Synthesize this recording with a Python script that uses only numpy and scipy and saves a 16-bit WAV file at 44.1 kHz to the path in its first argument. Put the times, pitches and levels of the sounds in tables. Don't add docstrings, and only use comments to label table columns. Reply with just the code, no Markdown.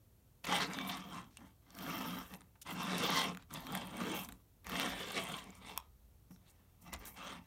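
import sys
import numpy as np
from scipy import signal
from scipy.fft import rfft, irfft, next_fast_len
from scipy.io import wavfile
from scipy.ndimage import uniform_filter1d

SR = 44100
rng = np.random.default_rng(int(sys.argv[2]) if len(sys.argv) > 2 else 0)


def generate_wav(signal):
    frames = np.transpose(np.atleast_2d(signal))
    scaled = np.clip(frames, -1, 1) * 32767
    pcm = np.round(scaled).astype(np.int16)
    wavfile.write(sys.argv[1], SR, pcm)


def voltage_ratio(level):
    return 10 ** (np.asarray(level, float) / 20)


N = 328986
SLIP_RISE_DB_PER_S = 1204


def rms_one(x):
    return x / np.sqrt(np.mean(x ** 2) + 1e-20)


def peak_one(x):
    return x / np.max(np.abs(x))


def band(x, low_hz, high_hz, order=2):
    return signal.sosfilt(signal.butter(order, [low_hz, high_hz], "band", fs=SR, output="sos"), x)


def drift(rate_hz):
    r = np.exp(-80 * np.pi * rate_hz / SR)
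    noise = rng.standard_normal(N // 40 + 2002)
    slow = signal.lfilter([1], [1, -2 * r, r * r], noise)[2000:]
    return np.interp(np.arange(N) / 40, np.arange(len(slow)), rms_one(slow))


def resonance(x, hz, width_hz):
    r = np.exp(-np.pi * width_hz / SR)
    poles = [1, -2 * r * np.cos(2 * np.pi * hz / SR), r * r]
    return signal.lfilter([(1 - r * r) / 2, 0, (r * r - 1) / 2], poles, x + 1e-18)


def grains(per_s, spread_db, clump_db):
    sizes = voltage_ratio(spread_db * np.minimum(rng.exponential(1, N), 5))
    hits = sizes * (rng.random(N) < per_s / SR)
    return rms_one(hits * voltage_ratio(clump_db * drift(33))) * rng.choice([-1, 1], (3, N))


def body(forces, modes, wander_db, flicker_db=0, focus_hz=1000, focus_db=0):
    total = 0
    for k, (hz, width_hz, db) in enumerate(modes):
        level_db = db + wander_db * drift(5.1) + flicker_db * drift(19.4)
        level_db = level_db - focus_db * np.abs(np.log2(hz / focus_hz))
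        total = total + (-1) ** k * voltage_ratio(level_db) * resonance(forces[k % 3], hz, width_hz)
    mode_hz = np.array(modes)[:, 0]
    sound = rms_one(band(total, mode_hz.min() * .75, min(mode_hz.max() * 1.2, 17000)))
    loudness = uniform_filter1d(uniform_filter1d(sound ** 2, size=3000), size=3000)
    return rms_one(sound / (loudness + .02) ** .42)


def swell_db(s, db, rise, fade, hold=0):
    t = np.arange(N) / SR - s
    return db + np.minimum(abs(rise) * t, 0) - abs(fade) * np.maximum(t - hold, 0)


def spans_db(tables):
    t = np.arange(N) / SR
    levels = []
    for s, *columns in map(np.transpose, tables):
        levels.append([np.interp(t, s, column, -150, -150) for column in columns])
    return np.max(levels, axis=0)


# pitch_hz [Hz], width_hz [Hz], level_db [dB]
HUM_MODES = [(44.6, 20, -4.5), (59.2, 3.1, 0.5), (70, 27, -8)]
# pitch_hz [Hz], level_db [dB per Hz]
HISS_COLOUR = [(50, -29.5), (85, 6.5), (233, -9), (830, -20.5), (1790, -28.5), (9000, -29.5),
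               (12500, -24.5), (16000, -27)]
# start_s [s], level_db [dB], rise [dB per s], fade [dB per s]
BUMPS = [
    (.48, -64, 180, 90),
    (2.22, -62, 90, 46),
    (3.63, -63.5, 25, 10),
    (4.32, -57.5, 121.5, 181),
    (4.69, -55.5, 224, 93),
    (4.92, -56, 168.5, 79.5),
    (6.0, -63.5, 6, 17.5),
    (6.94, -52, 235.5, 93),
    (7.4, -66, 11, 55),
]


def room_tone(weight_db):
    hz, level_db = np.transpose(HISS_COLOUR)
    grid_hz = np.maximum(np.arange(N // 2 + 1) * SR / N, 1)
    colour = voltage_ratio(np.interp(np.log(grid_hz), np.log(hz), level_db))
    hiss = irfft(rfft(rng.standard_normal(N)) * colour, N)
    rumble = [resonance(noise, 57, 45) for noise in rng.standard_normal((3, N))]
    hum = body(rumble, HUM_MODES, wander_db=1.5)
    legs_db = np.maximum(-71.5, -68.5 + 0.12 * (weight_db + 50))
    hum_db = np.maximum(legs_db, np.max([swell_db(*bump) for bump in BUMPS], axis=0))
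    return voltage_ratio(-67.5) * rms_one(hiss) + voltage_ratio(hum_db) * hum


# start_s [s], peak_db [dB]
PRICKS = [(0.4404, -53), (0.4527, -40), (0.8772, -39), (0.97, -44), (1.7493, -48), (1.9962, -47),
          (2.085, -46), (2.1384, -49), (2.355, -54), (2.339, -43), (2.6173, -55), (2.6213, -46),
          (2.7071, -40), (2.8318, -40), (2.981, -32), (3.0279, -40), (3.0368, -36), (3.0588, -38.5),
          (3.1032, -32), (3.2404, -37), (3.3476, -52), (3.371, -48), (3.5382, -35), (3.6055, -41),
          (3.667, -46), (3.722, -40), (3.7512, -32), (3.871, -45), (3.9687, -40.5), (4.146, -40),
          (4.235, -38), (4.2471, -40), (4.288, -40), (4.3243, -45), (4.644, -51), (4.6671, -42),
          (4.694, -37), (4.7709, -48), (4.7978, -33), (5.1181, -40), (5.2378, -39), (5.2887, -47),
          (5.3201, -44), (5.4389, -53), (6.935, -37), (7.052, -44)]


def pricks():
    out, t = np.zeros(N + 800), np.arange(800) / SR
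    for (s, db), noise in zip(PRICKS, rng.standard_normal((len(PRICKS), 800))):
        burst = band(noise * np.exp(-t / 0.0014), 9500, 14800)
        out[round(s * SR):][:800] += voltage_ratio(db + 1.0) * peak_one(burst)
    return out[:N]


# start_s [s], length_s [s], level_db [dB], low_hz [Hz], high_hz [Hz]
SCUFFS = [
    (.441, 0.016, -48.5, 900, 4500),
    (1.306, .075, -74, 1500, 7000),
    (2.554, 0.0084, -67, 500, 1900),
    (2.615, 0.013, -53, 2800, 12000),
    (3.394, 0.041, -68, 700, 3900),
    (5.548, 0.042, -69.5, 5500, 12000),
    (6.308, 0.0086, -66.5, 200, 1800),
    (6.937, 0.011, -50, 600, 4000),
    (7.074, .02, -60, 9000, 15500),
]


def scuffs():
    out, t = np.zeros(N), np.arange(4000) / SR
    noises = rng.laplace(size=(len(SCUFFS), len(t)))
    for (s, length, db, low_hz, high_hz), noise in zip(SCUFFS, noises):
        level_db = db - SLIP_RISE_DB_PER_S * 2 * np.maximum(t - length, 0)
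        out[round(s * SR):][:len(t)] += voltage_ratio(level_db) * rms_one(band(noise, low_hz, high_hz))
    return out


def click_bursts(rows):
    out, t = np.zeros(N + 2000), np.arange(2000) / SR
    fizz_band = signal.butter(2, 10500, "high", fs=SR, output="sos")
    for s, db, knock_db, fizz_db, hz in rows:
        burst = rng.standard_normal(2000) * np.exp(-t / .001) * np.minimum(t / .0002, 1)
        click = peak_one(band(burst, 4200, 10500)) + 0.48 * peak_one(resonance(burst, hz, 170))
        knock = 1.4 * resonance(burst, 1150, 600) - 0.93 * resonance(burst, 2220, 1230)
        knock = peak_one(knock + 0.81 * resonance(burst, 3890, 800))
        fizz = peak_one(signal.sosfilt(fizz_band, burst))
        mix = voltage_ratio(-1.5) * click + voltage_ratio(knock_db + 4.5) * knock + voltage_ratio(fizz_db + 1.0) * fizz
        out[round(s * SR):][:2000] += voltage_ratio(db) * mix
    return out[:N]


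# start_s [s], peak_db [dB], knock_db under 4 kHz [dB re peak],
# fizz_db [dB re peak], pitch_hz of the ring [Hz]
KNOCKS = [(0.4447, -44, 4, -14, 4400), (0.4511, -47, -12, -13, 7200), (0.7868, -45.5, 14.5, -23, 6100),
          (1.3707, -39, -11.5, -34, 8640), (1.7876, -40, -4, -12, 5420), (2.3382, -43.5, 0, -20, 5460),
          (2.858, -47, -20, -15, 6370), (2.669, -58, -7, -1, 5400), (3.3486, -50, 8.5, -11, 6960),
          (3.372, -45, 3.5, -11, 6960), (3.4238, -58, 4, -20, 7280), (3.529, -48, -2, -4, 7300),
          (3.6682, -44, 6.5, -12, 5700), (3.7514, -36, 3.5, -19, 7100), (4.2886, -52, 7, -9, 7170),
          (4.3227, -42.5, -6, -12, 7400), (4.6454, -60, 5, -7, 5130), (4.6677, -41.5, 3.5, 1, 6500),
          (4.6965, -54.5, 16, 2, 6800), (4.798, -36.5, 12, -12, 8800), (5.3206, -43, -6, -16.5, 6900),
          (6.3092, -58, -7, -6, 5670), (6.3614, -68.5, 8, -15, 5670), (6.9378, -36, -4, -18, 7100),
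          (6.879, -50.5, -2, -17, 5700), (7.325, -59, 1, -18, 7500), (7.189, -53, -12, -5, 8800),
          (7.208, -54, -8, -12, 5200), (5.801, -54, -20, -20, 5400), (2.417, -55.5, 2, -20, 8930),
          (6.948, -53, -6, -15, 9500)]


def joint_knocks():
    return click_bursts(KNOCKS)


# start_s [s], skid_db of the wheels [dB], weight_db rolling on the desk [dB]
PUSHES = [
    [(1.62, -84.5, -83), (1.84, -52, -49), (1.942, -49.5, -48), (2.192, -53.5, -49), (2.284, -67.5, -76),
     (2.32, -62, -55), (2.35, -57, -54), (2.36, -73, -62), (2.5, -91, -80)],
    [(2.65, -69, -64), (2.672, -50.5, -57), (2.712, -48.5, -48), (2.742, -56.5, -52), (2.798, -47.5, -47),
     (3.154, -39, -44.5), (3.214, -36, -52.5), (3.298, -51.5, -44.5), (3.47, -97, -79)],
    [(7.0, -64.5, -61.5), (7.06, -59, -65), (7.07, -60, -63), (7.138, -75.5, -69), (7.166, -58, -63),
     (7.284, -52, -59.5), (7.372, -58.5, -58), (7.406, -73, -62), (7.46, -76, -90)],
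]
# start_s [s], skid_db [dB], weight_db [dB]
TURNS = [
    [(0.466, -47, -56), (0.494, -42.5, -44), (0.556, -36.5, -48.5), (0.59, -40.5, -47), (0.632, -40, -48.5),
     (0.7, -60, -48)],
    [(0.7, -50, -51.5), (0.888, -54.5, -53), (0.896, -45.5, -52.5), (1.06, -62, -55.5),
     (1.178, -53.5, -52.5), (1.33, -87, -73)],
    [(1.385, -72, -66), (1.389, -70, -64), (1.417, -71.5, -60), (1.477, -68, -63.5), (1.583, -104, -102),
     (1.6, -89, -78)],
    [(4.62, -118, -87), (4.652, -62, -63.5), (4.734, -47, -48.5), (4.826, -40, -51.5),
     (4.888, -44.5, -47.5), (4.95, -52, -58)],
    [(4.95, -47.5, -53.5), (5.158, -51.5, -61), (5.352, -48.5, -53), (5.394, -54, -66), (5.48, -65.5, -56),
     (5.55, -67, -74)],
    [(5.55, -62, -76), (5.596, -74, -64), (5.612, -64, -62), (5.698, -52.5, -62), (5.762, -66, -65),
     (5.77, -51, -63)],
]
# start_s [s], skid_db [dB], weight_db [dB]
TUGS = [
    [(3.48, -92, -92), (3.51, -63, -56), (3.556, -52.5, -51), (3.662, -60.5, -55), (3.758, -48, -42.5),
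     (3.792, -51.5, -54), (3.9, -59, -50)],
    [(3.9, -56, -73), (3.914, -58.5, -53.5), (4.02, -50, -45.5), (4.16, -46.5, -47.5), (4.26, -61.5, -59.5),
     (4.302, -96, -60), (4.42, -84, -79)],
]
# start_s [s], skid_db [dB], weight_db [dB], rise [dB per s], fade [dB per s]
JOLTS = [(0.445, -51, -57, 3000, 300), (.896, -52, -54, 1500, 152), (2.413, -76, -63, 1495, 800),
         (3.168, -43, -60, 400, 300), (.728, -63, -62, 2006, 300), (3.758, -62, -61, 505, 250),
         (4.291, -63.5, -53, 2003, 301), (5.178, -41, -53.5, 202.5, 260), (5.785, -67.5, -72, 1496, 187),
         (6.308, -85, -55, 2995, 302), (6.49, -75.5, -79, 122, 195), (6.6, -80.5, -81, 43, 57),
         (6.879, -63, -56, 270, 195), (6.929, -50.5, -50.5, 2000, 305)]


def hand():
    jolts = []
    for s, skid, weight, rise, fade in JOLTS:
        jolts.append([swell_db(s, db, rise, fade) for db in (skid, weight)])
    strokes = spans_db(PUSHES + TURNS + TUGS)
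    return 10 * np.log10(voltage_ratio(2 * strokes) + voltage_ratio(2 * np.max(jolts, axis=0)))


# start_s [s], hold_s [s], level_db [dB], fade [dB per s]
FINGER_SLIPS = [(0.445, 0.0043, -67, 600), (0.876, .004, -51.5, 320), (1.767, 0.078, -59.5, 30),
                (1.87, 0.23, -60.5, 22), (2.725, 0.0027, -53, 800), (3.533, .01, -59.5, 58),
                (3.757, 0.003, -60, 500), (4.297, .03, -69, 502), (4.149, 0.0086, -48, 138),
                (4.698, .003, -54, 1800), (4.765, 0.0048, -55, 300), (6.313, .003, -68, 197),
                (6.48, 0.0066, -68, 303), (6.994, .005, -62.5, 400), (6.82, 0.031, -67, 250),
                (7.062, .01, -52, 172)]
# pitch_hz [Hz], width_hz [Hz], level_db [dB]
PAPER = [(5500, 500, 8), (7920, 7000, 0), (11500, 1300, -12), (12900, 3000, -0.5), (14700, 1100, -4),
         (14960, 1200, -8.5)]
# start_s [s], pitch_hz [Hz]
SHEEN = [(0.5, 12000), (1.7, 13900), (2.25, 13800), (2.9, 11500), (3.6, 13200), (4.2, 14400), (5.0, 11000),
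         (7.1, 13400)]
LET_GO_S = 2.375
LIGHT_GRIP_S, LIGHT_GRIP_DB = 5.4, -5.5


def fingers(skid_db):
    t = np.arange(N) / SR
    rub = grains(9000, spread_db=3.8, clump_db=2.2)
    slips = np.array([swell_db(s, db, SLIP_RISE_DB_PER_S, fade, hold)
                      for s, hold, db, fade in FINGER_SLIPS])
    slips[np.array(FINGER_SLIPS)[:, 0] < LET_GO_S, round(LET_GO_S * SR):] = -150
    holding_db = -63.5 + 0.79 * (skid_db + 50) + LIGHT_GRIP_DB * (t > LIGHT_GRIP_S)
    sheen_hz = np.interp(t, *np.transpose(SHEEN))
    hiss = body(rub, PAPER, wander_db=8.0, focus_hz=sheen_hz, focus_db=12.5)
    return voltage_ratio(np.maximum(slips.max(axis=0), holding_db)) * hiss


# pitch_hz [Hz], width_hz [Hz], level_db [dB]
DESK = [(156, 11, -6.5), (190.3, 18.8, 1), (226.5, 14, -7.5), (276, 25, -7), (314.8, 49, -10.5),
        (119, 39, -14)]
BOX = [(425, 140, -0.5), (564, 54, -5.5), (690.6, 37, -2.5), (813, 81, -8), (902, 124, -7.5),
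       (1050, 120, -7.5), (1170, 77, -3.5), (1347, 110, -6)]
CHASSIS = [(1580, 77, -0.5), (1796, 130, -3.5), (2032, 120, -4), (2240, 130, -4.5), (2690, 90, -2.5),
           (2966, 130, -10.5), (3204, 157, -2), (3573, 150, -5.5), (3886, 40, -4), (4366, 350, -10.5)]
WHEELS = [(4876, 180, 6.5), (5460, 630, 4.5), (6170, 510, -3.5), (7280, 1200, -5.5), (8640, 150, -33),
          (8880, 800, 1), (9450, 160, -11)]
# start_s [s], box_hz [Hz], chassis_hz [Hz], wheels_hz [Hz]
FOCUS = [(0.55, 930, 3000, 5080), (0.8, 1170, 2570, 6170), (1.1, 1050, 2580, 6320), (2.0, 1100, 2370, 5670),
         (2.9, 980, 2740, 5670), (3.2, 1170, 3000, 5250), (3.85, 1030, 2400, 7280), (4.2, 980, 2950, 6270),
         (4.75, 1000, 2260, 5800), (5.15, 900, 2740, 7800), (5.701, 1000, 3050, 5830),
         (7.2, 933, 2450, 6220)]
BOX_DB, BOX_SKID_SHARE = 1, 0.65
WHEELS_DB, WHEELS_SLOPE = -8, 1
SPECKS_PER_S, SPECKS_DB = 45, -14


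def scraping(skid_db, weight_db):
    desk, chassis = voltage_ratio(weight_db), voltage_ratio(skid_db)
    box = voltage_ratio(BOX_DB + BOX_SKID_SHARE * skid_db + (1 - BOX_SKID_SHARE) * weight_db)
    wheels = voltage_ratio(WHEELS_DB - 50 + WHEELS_SLOPE * (skid_db + 50))
    s, *focus = np.transpose(FOCUS)
    box_hz, chassis_hz, wheels_hz = [np.interp(np.arange(N) / SR, s, hz) for hz in focus]
    contact = grains(5500, spread_db=3.8, clump_db=1.4)
    chatter = grains(3500, spread_db=4.0, clump_db=2.5)
    specks = grains(SPECKS_PER_S, spread_db=2.5, clump_db=3.0)[0]
    specks = np.convolve(specks, rng.standard_normal(40), "same")
    cracks = resonance(specks, 9200, 550) + .5 * resonance(specks, 7300, 400)
    out = desk * body(contact, DESK, wander_db=2.0)
    out += box * body(contact, BOX, wander_db=3.5, flicker_db=0.5, focus_hz=box_hz, focus_db=6.0)
    out += chassis * body(contact + .5 * chatter, CHASSIS, wander_db=3.5, flicker_db=1,
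                          focus_hz=chassis_hz, focus_db=4.5)
    out += wheels * body(.6 * contact + chatter, WHEELS, wander_db=3.5, flicker_db=2.5,
                         focus_hz=wheels_hz, focus_db=9)
    return out + wheels * voltage_ratio(SPECKS_DB) * rms_one(cracks)


# start_s [s], peak_db [dB], pitch_hz [Hz]
CLACKS = [(0.4671, -31.5, 2130), (0.5235, -18, 890), (0.6175, -26, 3230), (0.7098, -37, 2140),
          (0.726, -41, 1070), (0.8492, -32.5, 947), (0.8954, -28.5, 3160), (1.143, -41, 1100),
          (1.3701, -42, 2880), (1.769, -44, 1410), (1.906, -32, 2690), (2.0084, -31, 1080),
          (2.4072, -46, 1160), (0.6265, -28, 3300), (2.6632, -43, 1170), (2.796, -42, 3190),
          (3.1389, -25, 1180), (3.5058, -40, 1240), (3.557, -35.5, 3470), (3.701, -38, 1250),
          (3.7226, -36, 1220), (3.7718, -33, 3370), (4.0036, -31, 1200), (4.292, -41.5, 1540),
          (4.647, -48, 2340), (4.7182, -32.5, 3130), (4.7548, -27.5, 1910), (5.03, -32, 3260),
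          (5.144, -31, 3880), (5.164, -27.5, 2340), (5.307, -45, 3220), (5.385, -36, 3200),
          (6.9287, -45, 2590), (7.161, -50, 1230), (7.2766, -33, 1170), (7.3248, -38, 1210)]


def clacks():
    out, t = np.zeros(N + 800), np.arange(800) / SR
    for (s, db, hz), noise in zip(CLACKS, rng.standard_normal((len(CLACKS), 800))):
        burst = noise * np.exp(-t / 0.0059)
        ring = peak_one(resonance(burst, hz, 220))
        knock = voltage_ratio(-15) * peak_one(band(burst, 900, 6000))
        out[round(s * SR):][:800] += voltage_ratio(db - 6.0) * (ring + knock)
    return out[:N]


# start_s [s], peak_db [dB], fizz_db over 10 kHz [dB re peak], pitch_hz of the ring [Hz]
TICKS = [(0.47, -37, -21, 6860), (0.7344, -32, -22, 7200), (0.8644, -58, 1, 5470), (0.972, -44, -18, 7300),
         (1.1315, -46, -12, 5330), (1.705, -46.5, -15, 5500), (1.751, -46, -9, 5500),
         (2.3467, -44, -16, 8900), (2.4075, -49.5, -24, 8760), (2.617, -47, -5, 8600),
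         (2.707, -50, -12, 5460), (2.982, -30, -21, 4760), (3.241, -38, -19, 5770),
         (3.539, -39.5, -18, 7200), (3.547, -41, -10, 9100), (3.7219, -44, -1, 7260),
         (3.774, -36, -20, 9250), (3.8714, -53, -1, 9000), (3.9684, -47, -6, 6040), (4.117, -37, -5, 8800),
         (4.2354, -50, 8, 7890), (4.248, -39.5, -21, 6100), (5.12, -41, -15, 8900), (5.367, -41, -21, 8200),
         (5.441, -46, -13, 8930), (5.504, -46.5, -17.5, 7340), (5.552, -47, -19, 8800),
         (6.9305, -37.5, -25, 8850), (6.962, -49, -15, 7180), (7.055, -40, 4, 8350)]


def axle_ticks():
    return click_bursts([(s, db, -16, fizz_db, hz) for s, db, fizz_db, hz in TICKS])


# [dB re skid, or re weight for the desk]
SINGS = [(0.49, 0.07, 830, 31, -0.5), (0.47, 0.086, 2000, 79, -7), (0.67, 0.29, 196, 9.8, -0.5),
         (0.707, .25, 2300, 55, -3), (0.73, 0.235, 3550, 100, -4.5), (0.72, 0.223, 1070, 53, -4),
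         (0.59, 0.094, 4200, 500, -4.5), (1.11, 0.113, 1060, 91, 1), (1.5, .42, 270, 16, -7.5),
         (1.88, 0.3, 3190, 83, -8), (1.85, 0.377, 1280, 59, -3.5), (2.72, 0.35, 187, 21, -2),
         (3.02, .22, 4550, 1100, -8), (3.0, .23, 1130, 81, -5.5), (3.02, 0.061, 3400, 200, -2),
         (3.7, 0.16, 3500, 90, -11), (4.08, 0.16, 3200, 350, -3.5), (6.5, 0.08, 1900, 200, -4),
         (4.7, 0.21, 246, 40, -1), (4.85, 0.26, 3500, 51, -9), (5.14, 0.11, 2240, 63, -10),
         (5.15, 0.28, 670, 27, -8), (5.14, 0.24, 159, 51, -0.5), (4.2, .12, 2540, 90, -11),
         (7.17, 0.15, 1190, 180, 0), (1.8, 0.42, 14100, 1500, -6.5), (4.14, 0.1, 13500, 1200, -5),
         (1.64, 0.61, 5480, 260, -13), (1.08, .16, 5450, 150, -16), (1.85, 0.31, 266, 28, -5),
         (0.727, 0.13, 276, 27, -2), (4, 0.137, 320, 20, -2.5), (2.98, 0.157, 842, 46, -8),
         (6.1, .03, 3600, 500, -5), (6.44, 0.068, 3700, 730, 2)]
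SING_EDGE_S, DESK_TOP_HZ = .02, 400


def sings(skid_db, weight_db):
    out, force = np.zeros(N), grains(5000, spread_db=3.5, clump_db=2.5)
    for k, (s, length, hz, width_hz, db) in enumerate(SINGS):
        span = slice(round(s * SR), round((s + length) * SR))
        push = force[k % 3, span]
        push = push * np.abs(push) ** (.5 * (hz > 5000))
        ring = rms_one(resonance(resonance(push, hz, 4 * width_hz), hz, width_hz))
        t = np.arange(len(ring)) / SR
        edges = np.clip(np.minimum(t, length - t) / SING_EDGE_S, 0, 1)
        drive_db = weight_db if hz < DESK_TOP_HZ else skid_db
        out[span] += voltage_ratio(db + drive_db[span]) * edges * ring
    return out


# pitch_hz [Hz], level_db [dB], t60_s, time to fall by 60 dB [s]
SNAP_MODES = [(1030, 5, .010), (1190, -34, .18), (1250, -36, .4), (2550, -3, .008), (3340, -4, .012),
              (5520, -4, .009), (5600, -38, .14), (6600, -8, .008), (7900, -5, .006)]
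# start_s re snap [s], level_db [dB]
SLIPS = [
    (-.0155, -15),
    (-.0075, -17),
    (-.002, -18),
    (0, 0),
]
SNAP_S, SNAP_DB = 5.7755, -26


def snap():
    t = np.arange(SR // 2) / SR
    shape = np.exp(-((t - .0008) / .0007) ** 2) + .25 * np.exp(-t / .004) * (t > .001)
    crackle = band(rng.standard_normal(len(t) + 1), 10500, 15000, order=1)[1:] * shape
    late = np.maximum(t - .0006, 0)
    rings = 0
    for hz, db, t60 in SNAP_MODES:
        swell = 1 - np.exp(-late * hz / 1.3)
        rings = rings + voltage_ratio(db - 60 * late / t60) * swell * np.sin(2 * np.pi * hz * late)
    hit = voltage_ratio(1) * crackle + rings
    soft = resonance(hit, 1100, 900) + .15 * hit
    out = np.zeros(N)
    for s, db in SLIPS:
        i = round((SNAP_S + s) * SR)
        out[i:i + len(t)] += voltage_ratio(SNAP_DB + db) * (soft if s else hit)
    return out


ROOM_T60_S, ROOM_DB, WALL_CUT_HZ = 0.22, -14, 1430


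def room(x):
    size = next_fast_len(N + SR)
    hz = np.arange(size // 2 + 1) * SR / size
    walls = 1 / np.sqrt(1 + (hz / WALL_CUT_HZ) ** 2)
    tail = 0
    for k, lag in enumerate(rng.uniform(.011, .037, 10)):
        loop = voltage_ratio(-60 * lag / ROOM_T60_S) * walls ** 0.9 * np.exp(-2j * np.pi * hz * lag)
        tail = tail + (-1) ** k * loop / (1 - loop)
    return irfft(rfft(x, size) * tail, size)[:N]


def scene():
    skid_db, weight_db = hand()
    toy = pricks() + scuffs() + joint_knocks() + fingers(skid_db) + scraping(skid_db, weight_db)
    toy += clacks() + axle_ticks() + sings(skid_db, weight_db) + snap()
    return (toy + voltage_ratio(ROOM_DB) * room(toy) + room_tone(weight_db))[None]


def roll_off(x):
    return signal.sosfilt(signal.butter(12, 15850, fs=SR, output="sos"), x)


# pitch_hz [Hz], width_hz [Hz], depth [0-1]
PORT_DIPS = [(4970, 500, 0.35), (10400, 700, 0.35)]
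CUTOFF_HZ = 16000


def record(dry):
    for hz, width_hz, depth in PORT_DIPS:
        dry = dry - depth * resonance(dry, hz, width_hz)
    top_cut = signal.cheby2(18, 50, CUTOFF_HZ * 1.02, fs=SR, output="sos")
    return roll_off(signal.sosfilt(top_cut, dry))


dry = scene()
out = record(dry)
generate_wav(out)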